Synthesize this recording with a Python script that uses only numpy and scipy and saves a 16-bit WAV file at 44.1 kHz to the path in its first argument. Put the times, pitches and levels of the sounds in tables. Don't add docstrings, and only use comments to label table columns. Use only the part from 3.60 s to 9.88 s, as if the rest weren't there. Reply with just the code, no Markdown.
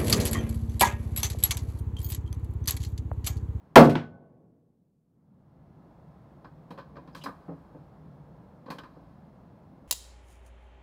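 import sys
import numpy as np
from scipy import signal
from scipy.io import wavfile
from scipy.ndimage import minimum_filter1d

SR = 44100
rng = np.random.default_rng(int(sys.argv[2]) if len(sys.argv) > 2 else 0)


def master(y):
    cut = np.clip(np.atleast_2d(y).T, -1, 1)
    pcm = np.round(cut * 32767)
    wavfile.write(sys.argv[1], SR, pcm.astype(np.int16))


N = 276827

SHOT_S, IMPACT_S = .157, .353
# (frequency [Hz], relative spectral density [dB])
BLAST_SPECTRUM = [(30, -35), (70, -16), (109, -6), (189, 0), (277, 1), (450, 6), (620, 6), (800, 2),
                  (1190, -1), (1936, -11), (4870, -22), (7000, -30.5), (15000, -33)]
# (frequency [Hz], relative spectral density [dB])
ROLL_SPECTRUM = [(30, -21), (80, -14), (160, 1.5), (360, -4), (710, -2), (1200, -11.5), (2200, -23),
                 (5000, -27), (15000, -46)]
# (frequency [Hz], relative spectral density [dB])
SPRAY_SPECTRUM = [(40, -27), (260, 9), (493, 4.5), (1280, -3), (3400, -15.5), (4970, -25.5), (14700, -78)]
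# (frequency [Hz], level [dB], t60 [s])
SHELTER_MODES = [(153, 22.5, 0.47), (238.4, 27.5, 0.4), (277.3, 23.5, 0.32), (296.4, 20, 0.38),
                 (349, 23.5, 0.25), (380.8, 20.5, 0.2), (409, 22.5, 0.22), (470.6, 25, .27),
                 (520.7, 23, 0.3), (553, 23.5, 0.2), (644.7, 29, 0.16), (703, 23.5, 0.32),
                 (890, 18.5, 0.25), (925, 22, .2), (1063, 18.5, 0.15), (1140, 19, .22)]
# (frequency [Hz], level [dB], t60 [s])
FITTING_MODES = [(484, -23, 1.8), (662, -14, 1.0), (1109, -22, 1.2), (2148, -12, .5), (3316, -12, .42),
                 (1497, 5, .56), (1507, 1, .56)]
# (delay [s], level re blast [dB])
ECHOES = [(0.086, -25.5), (0.137, -27)]
# (frequency [Hz], level [dB], t60 [s])
BACKSTOP_MODES = [(165, 12, .1), (245, 17, .08), (340, 12, .07)]
# (frequency [Hz], width [Hz], level [dB])
CRACK_RESONANCES = [(910, 540, 4), (1465, 110, 1.5), (2320, 350, -8), (3400, 460, -3.5), (5500, 1600, -31)]
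# (time [s], clank level [dB], treble slope [dB per octave], knock into the stock re clank [dB])
BOLT_CONTACTS = [(2.845, -50, -13.5, -1.5), (3.106, -48.5, -8, 6), (3.176, -48.5, -11, 2),
                 (3.185, -46.5, -11.5, 0), (3.356, -54.5, -13, 0.5), (3.367, -48.5, -13.5, 2),
                 (3.475, -56, -10, 6.5), (3.549, -45.5, -6, -5), (3.638, -49.5, -2, 5.5),
                 (3.659, -35, -15, -4.5), (3.682, -49, -17, 5.5), (5.061, -53, -11, 3.5),
                 (5.081, -49.5, -16.5, 4.5), (5.103, -41, -6, 0.5), (5.184, -46.5, -9, -1),
                 (5.235, -51, -10.5, -4)]
# (low edge [Hz], high edge [Hz], t60 [s])
CONTACT_BANDS = [(141, 680, 0.17), (847, 1730, 0.15), (2040, 4440, 0.16), (5100, 15000, 0.18)]
# (frequency [Hz], width [Hz], level [dB])
RIFLE_MODES = [(168, 15, 18), (266.5, 30, 15), (478, 27, 7), (553, 17, 11), (1039, 61, 19.5),
               (1111, 30, 19.5), (1196, 43, 13.5), (1527, 38, 11.5), (1646, 44, 3), (2417, 85, 3.5),
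               (3185, 83, 3.5), (3940, 71, 5.5), (4170, 62, 5), (4460, 76, 6), (4990, 87, 7)]
# (time [s], time scale [s], level [dB], squeal [Hz], squeal width [Hz])
SLIDES = [(3.526, 0.027, -71, 5000, 254), (3.558, 0.032, -56.5, 3660, 2200),
          (3.61, 0.022, -52.5, 3000, 350), (3.638, 0.013, -49, 4050, 260), (3.635, 0.014, -48.5, 4960, 220),
          (5.184, 0.0091, -45, 3160, 220)]
# (time [s], level [dB])
KNOCKS = [(3.882, -38), (3.89, -39), (3.913, -44), (4.147, -44.5), (4.797, -53), (5.362, -48.5)]
# (frequency [Hz], level [dB], t60 [s])
BENCH_MODES = [(164, 1, 0.29), (275.5, -2.5, 0.26), (309, -3, 0.29), (419, -15, 0.18), (477, -3, 0.11),
               (533, -7.5, 0.13), (616, -11, 0.084), (890, -35, 0.073), (1054, -21, 0.11),
               (1267, -16, 0.12), (1620, -28, 0.074)]
# (frequency [Hz], relative spectral density [dB])
OUTDOORS_SPECTRUM = [(15, -49), (25, -15.5), (27, -19.5), (64, -3), (107, -7), (152, -0.5), (221, -5.5),
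                     (305, -9), (399, -16.5), (537, -12), (919, -16.5), (2490, -41.5), (4380, -44.5),
                     (6920, -54.5), (15500, -55)]
# (time [s], level [dB])
OUTDOORS_LEVEL = [(1.5, -56), (2.2, -52), (3.6, -51.5), (6.28, -53)]


def shot(blast_db, roll_db, impact_db):
    out = np.zeros(N)
    blast = from_db(blast_db) * burst(
        BLAST_SPECTRUM, bass_t60=.66, treble_t60=.172, bass_rise_s=.055, treble_rise_s=.0011,
        corner_hz=242, steepness=1.5, size=SR)
    roll = from_db(roll_db) * burst(
        ROLL_SPECTRUM, bass_t60=4, treble_t60=.4, bass_rise_s=.1, treble_rise_s=.1,
        corner_hz=365, steepness=1.3, size=3 * SR)
    spray = from_db(impact_db) * burst(
        SPRAY_SPECTRUM, bass_t60=.12, treble_t60=.23, bass_rise_s=.0094, treble_rise_s=.0022,
        corner_hz=300, steepness=2.2, size=SR // 2)
    shelter = struck(SHELTER_MODES, ring_up_s=.014, scatter=.97, size=SR)
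    fittings = struck(FITTING_MODES, ring_up_s=.14, scatter=0, size=2 * SR)
    thump = struck(BACKSTOP_MODES, ring_up_s=.0041, scatter=.47, size=SR // 2)

    add(out, shock(db=26, length_s=.0003), SHOT_S)
    add(out, blast + shelter, SHOT_S)
    add(out, fittings, SHOT_S)
    for delay_s, db in ECHOES:
        echo = band(blast, 2000, 14000)
        add(out, from_db(db) * echo, SHOT_S + delay_s)
    add(out, roll, SHOT_S)
    add(out, spray + thump, IMPACT_S)
    add(out, crack(length_s=.004), IMPACT_S)
    return out


def shock(db, length_s):
    age = np.arange(SR // 50) / SR / length_s
    return from_db(db) * (1 - age) * np.exp(-age)


def burst(spectrum, bass_t60, treble_t60, bass_rise_s, treble_rise_s, corner_hz, steepness, size):
    t, out = np.arange(size) / SR, 0
    for hz, noise in noise_bands(size):
        lowness = 1 / (1 + (hz / corner_hz) ** steepness)
        t60 = treble_t60 + lowness * (bass_t60 - treble_t60)
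        rise_s = treble_rise_s + lowness ** 2 * (bass_rise_s - treble_rise_s)
        envelope = decay(t, t60) * (1 - np.exp(-t / rise_s))
        out = out + noise * from_db(density_db(spectrum, hz)) * envelope
    return out


def struck(modes, ring_up_s, scatter, size):
    t, rings = np.arange(size) / SR, 0
    for hz, db, t60 in modes:
        turns = hz * t + scatter * rng.random()
        rings = rings + from_db(db) * np.sin(2 * np.pi * turns) * decay(t, t60)
    return rings * (1 - np.exp(-t / ring_up_s))


def crack(length_s):
    splinters = rng.standard_normal(SR // 10)
    swell = np.arange(SR // 10) / SR / length_s
    colour = 0
    for hz, width_hz, db in CRACK_RESONANCES:
        ringing = resonance(resonance(splinters, hz, width_hz), hz, width_hz)
        colour = colour + from_db(db) * rms_one(ringing)
    return colour * 2 * swell * np.exp(-swell ** 2)


def bolt():
    out = np.zeros(N)
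    steel_hz = np.array([np.sqrt(low * high) for low, high, _ in CONTACT_BANDS[1:]])
    octaves = np.log2(steel_hz / steel_hz[0])
    for s, db, slope_db, stock_db in BOLT_CONTACTS:
        levels_db = db + np.append(stock_db, slope_db * octaves)
        touch = contact(levels_db, direct=5.3, near_db=-16, near_s=.012,
                        linger_db=-29.5, linger_t60=2.5, vary_db=1.5)
        add(out, touch, s)
    return out


def contact(levels_db, direct, near_db, near_s, linger_db, linger_t60, vary_db):
    t, out = np.arange(SR) / SR, 0
    echoes = rng.standard_normal(SR) * from_db(3.2 * rng.standard_normal(SR))
    echoes *= 1 + from_db(near_db) * np.exp(-(t / near_s) ** 2)
    echoes[0] = direct
    rung = echoes.copy()
    for hz, width_hz, db in RIFLE_MODES:
        mode_db = db + vary_db * rng.standard_normal()
        rung += from_db(mode_db) * resonance(echoes, hz, width_hz)
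    for db, (low, high, t60) in zip(levels_db, CONTACT_BANDS):
        fading = decay(t, t60) + from_db(linger_db) * decay(t, linger_t60)
        part = band(rung * fading, low, high, order=3)
        out = out + from_db(db) * part / np.std(part[:SR // 50])
    return out


def slides():
    out, size = np.zeros(N), SR // 5
    for s, length_s, db, hz, width_hz in SLIDES:
        slips = rng.standard_normal(size) * from_db(2.6 * rng.standard_normal(size))
        stroke = np.arange(size) / SR / length_s
        swell = 4 * stroke * np.exp(-2 * stroke)
        add(out, from_db(db) * rms_one(resonance(slips, hz, width_hz)) * swell, s)
    return out


def bench(wash_db, wash_t60, soft_hz):
    out, t = np.zeros(N), np.arange(SR // 2) / SR
    for s, db in KNOCKS:
        wash = rms_one(band(rng.standard_normal(len(t)), 250, 660)) * decay(t, wash_t60)
        wood = struck(BENCH_MODES, ring_up_s=.0027, scatter=1, size=len(t))
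        add(out, from_db(db) * (wood + from_db(wash_db) * wash), s)
    return band(out + 1e-18, 80, soft_hz)


def outdoors(booth_db, booth_hz, booth_width_hz, waver_db):
    air = 0
    for hz, noise in noise_bands(N):
        waver = waver_db * drift(count=50) if hz < 500 else 0
        air = air + noise * from_db(density_db(OUTDOORS_SPECTRUM, hz) + waver)
    air = air + from_db(booth_db) * resonance(air, booth_hz, booth_width_hz)
    level_db = np.interp(np.arange(N) / SR, *np.transpose(OUTDOORS_LEVEL))
    return rms_one(air) * from_db(level_db)


def drift(count):
    return rms_one(np.interp(np.arange(N), np.linspace(0, N, count), rng.standard_normal(count)))


def noise_bands(size):
    edges = np.geomspace(22, 17000, 30)
    white = rng.standard_normal((2, size)) * np.sqrt(SR / 2000)
    bands = []
    for k, (low, high) in enumerate(zip(edges, edges[1:])):
        noise = band(white[k % 2], low, high)
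        bands.append((np.sqrt(low * high), noise))
    return bands


def resonance(x, hz, width_hz):
    r = np.exp(-np.pi * width_hz / SR)
    zeros = np.array([1, 0, -1]) * (1 - r * r) / 2
    poles = [1, -2 * r * np.cos(2 * np.pi * hz / SR), r * r]
    return signal.lfilter(zeros, poles, x)


def band(x, low_hz, high_hz, order=2):
    edges_hz = [low_hz, min(high_hz, .45 * SR)]
    return signal.sosfilt(signal.butter(order, edges_hz, "band", fs=SR, output="sos"), x)


def decay(t, t60):
    return np.exp(-np.log(1000) * t / t60)


def density_db(spectrum, hz):
    table = np.array(spectrum, float)
    return np.interp(np.log(hz), np.log(table[:, 0]), table[:, 1])


def from_db(db):
    return 10 ** (np.asarray(db) / 20)


def rms_one(x):
    return x / np.sqrt(np.mean(x ** 2) + 1e-20)


def add(out, sound, s):
    start = round(s * SR)
    out[start:start + len(sound)] += sound[:N - start]


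def scene():
    rifle = shot(blast_db=28, roll_db=-9.5, impact_db=-1.5) + bolt() + slides()
    knocks = bench(wash_db=-5.5, wash_t60=.24, soft_hz=1700)
    rumble = outdoors(booth_db=-3, booth_hz=150, booth_width_hz=17, waver_db=1.5)
    return (rifle + knocks + rumble)[None]


def gain_control(x, threshold_db, depth_db, hold_s, release_s):
    t = np.arange(N) / SR
    level_db = 20 * np.log10(np.abs(x).max(axis=0) + 1e-9)
    over_db = np.clip(level_db - threshold_db, 1e-6, depth_db)
    reach = int(hold_s * SR / 2)
    held_db = -minimum_filter1d(-over_db, 2 * reach + 1, origin=reach, mode="constant")
    cut_db = np.exp(np.maximum.accumulate(np.log(held_db) + t / release_s) - t / release_s)
    return x * from_db(-cut_db)


def record(dry):
    ducked = gain_control(dry, threshold_db=-10, depth_db=28.5, hold_s=1.128, release_s=.33)
    ceiling = .9
    hiss = from_db(-94) * rng.standard_normal(dry.shape)
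    loud = ceiling * np.tanh(ducked / ceiling) + hiss
    loud = signal.sosfilt(signal.butter(2, 30, "high", fs=SR, output="sos"), loud)
    return signal.sosfilt(signal.ellip(10, .1, 80, 15700, fs=SR, output="sos"), loud)


dry = scene()
out = record(dry)
master(out)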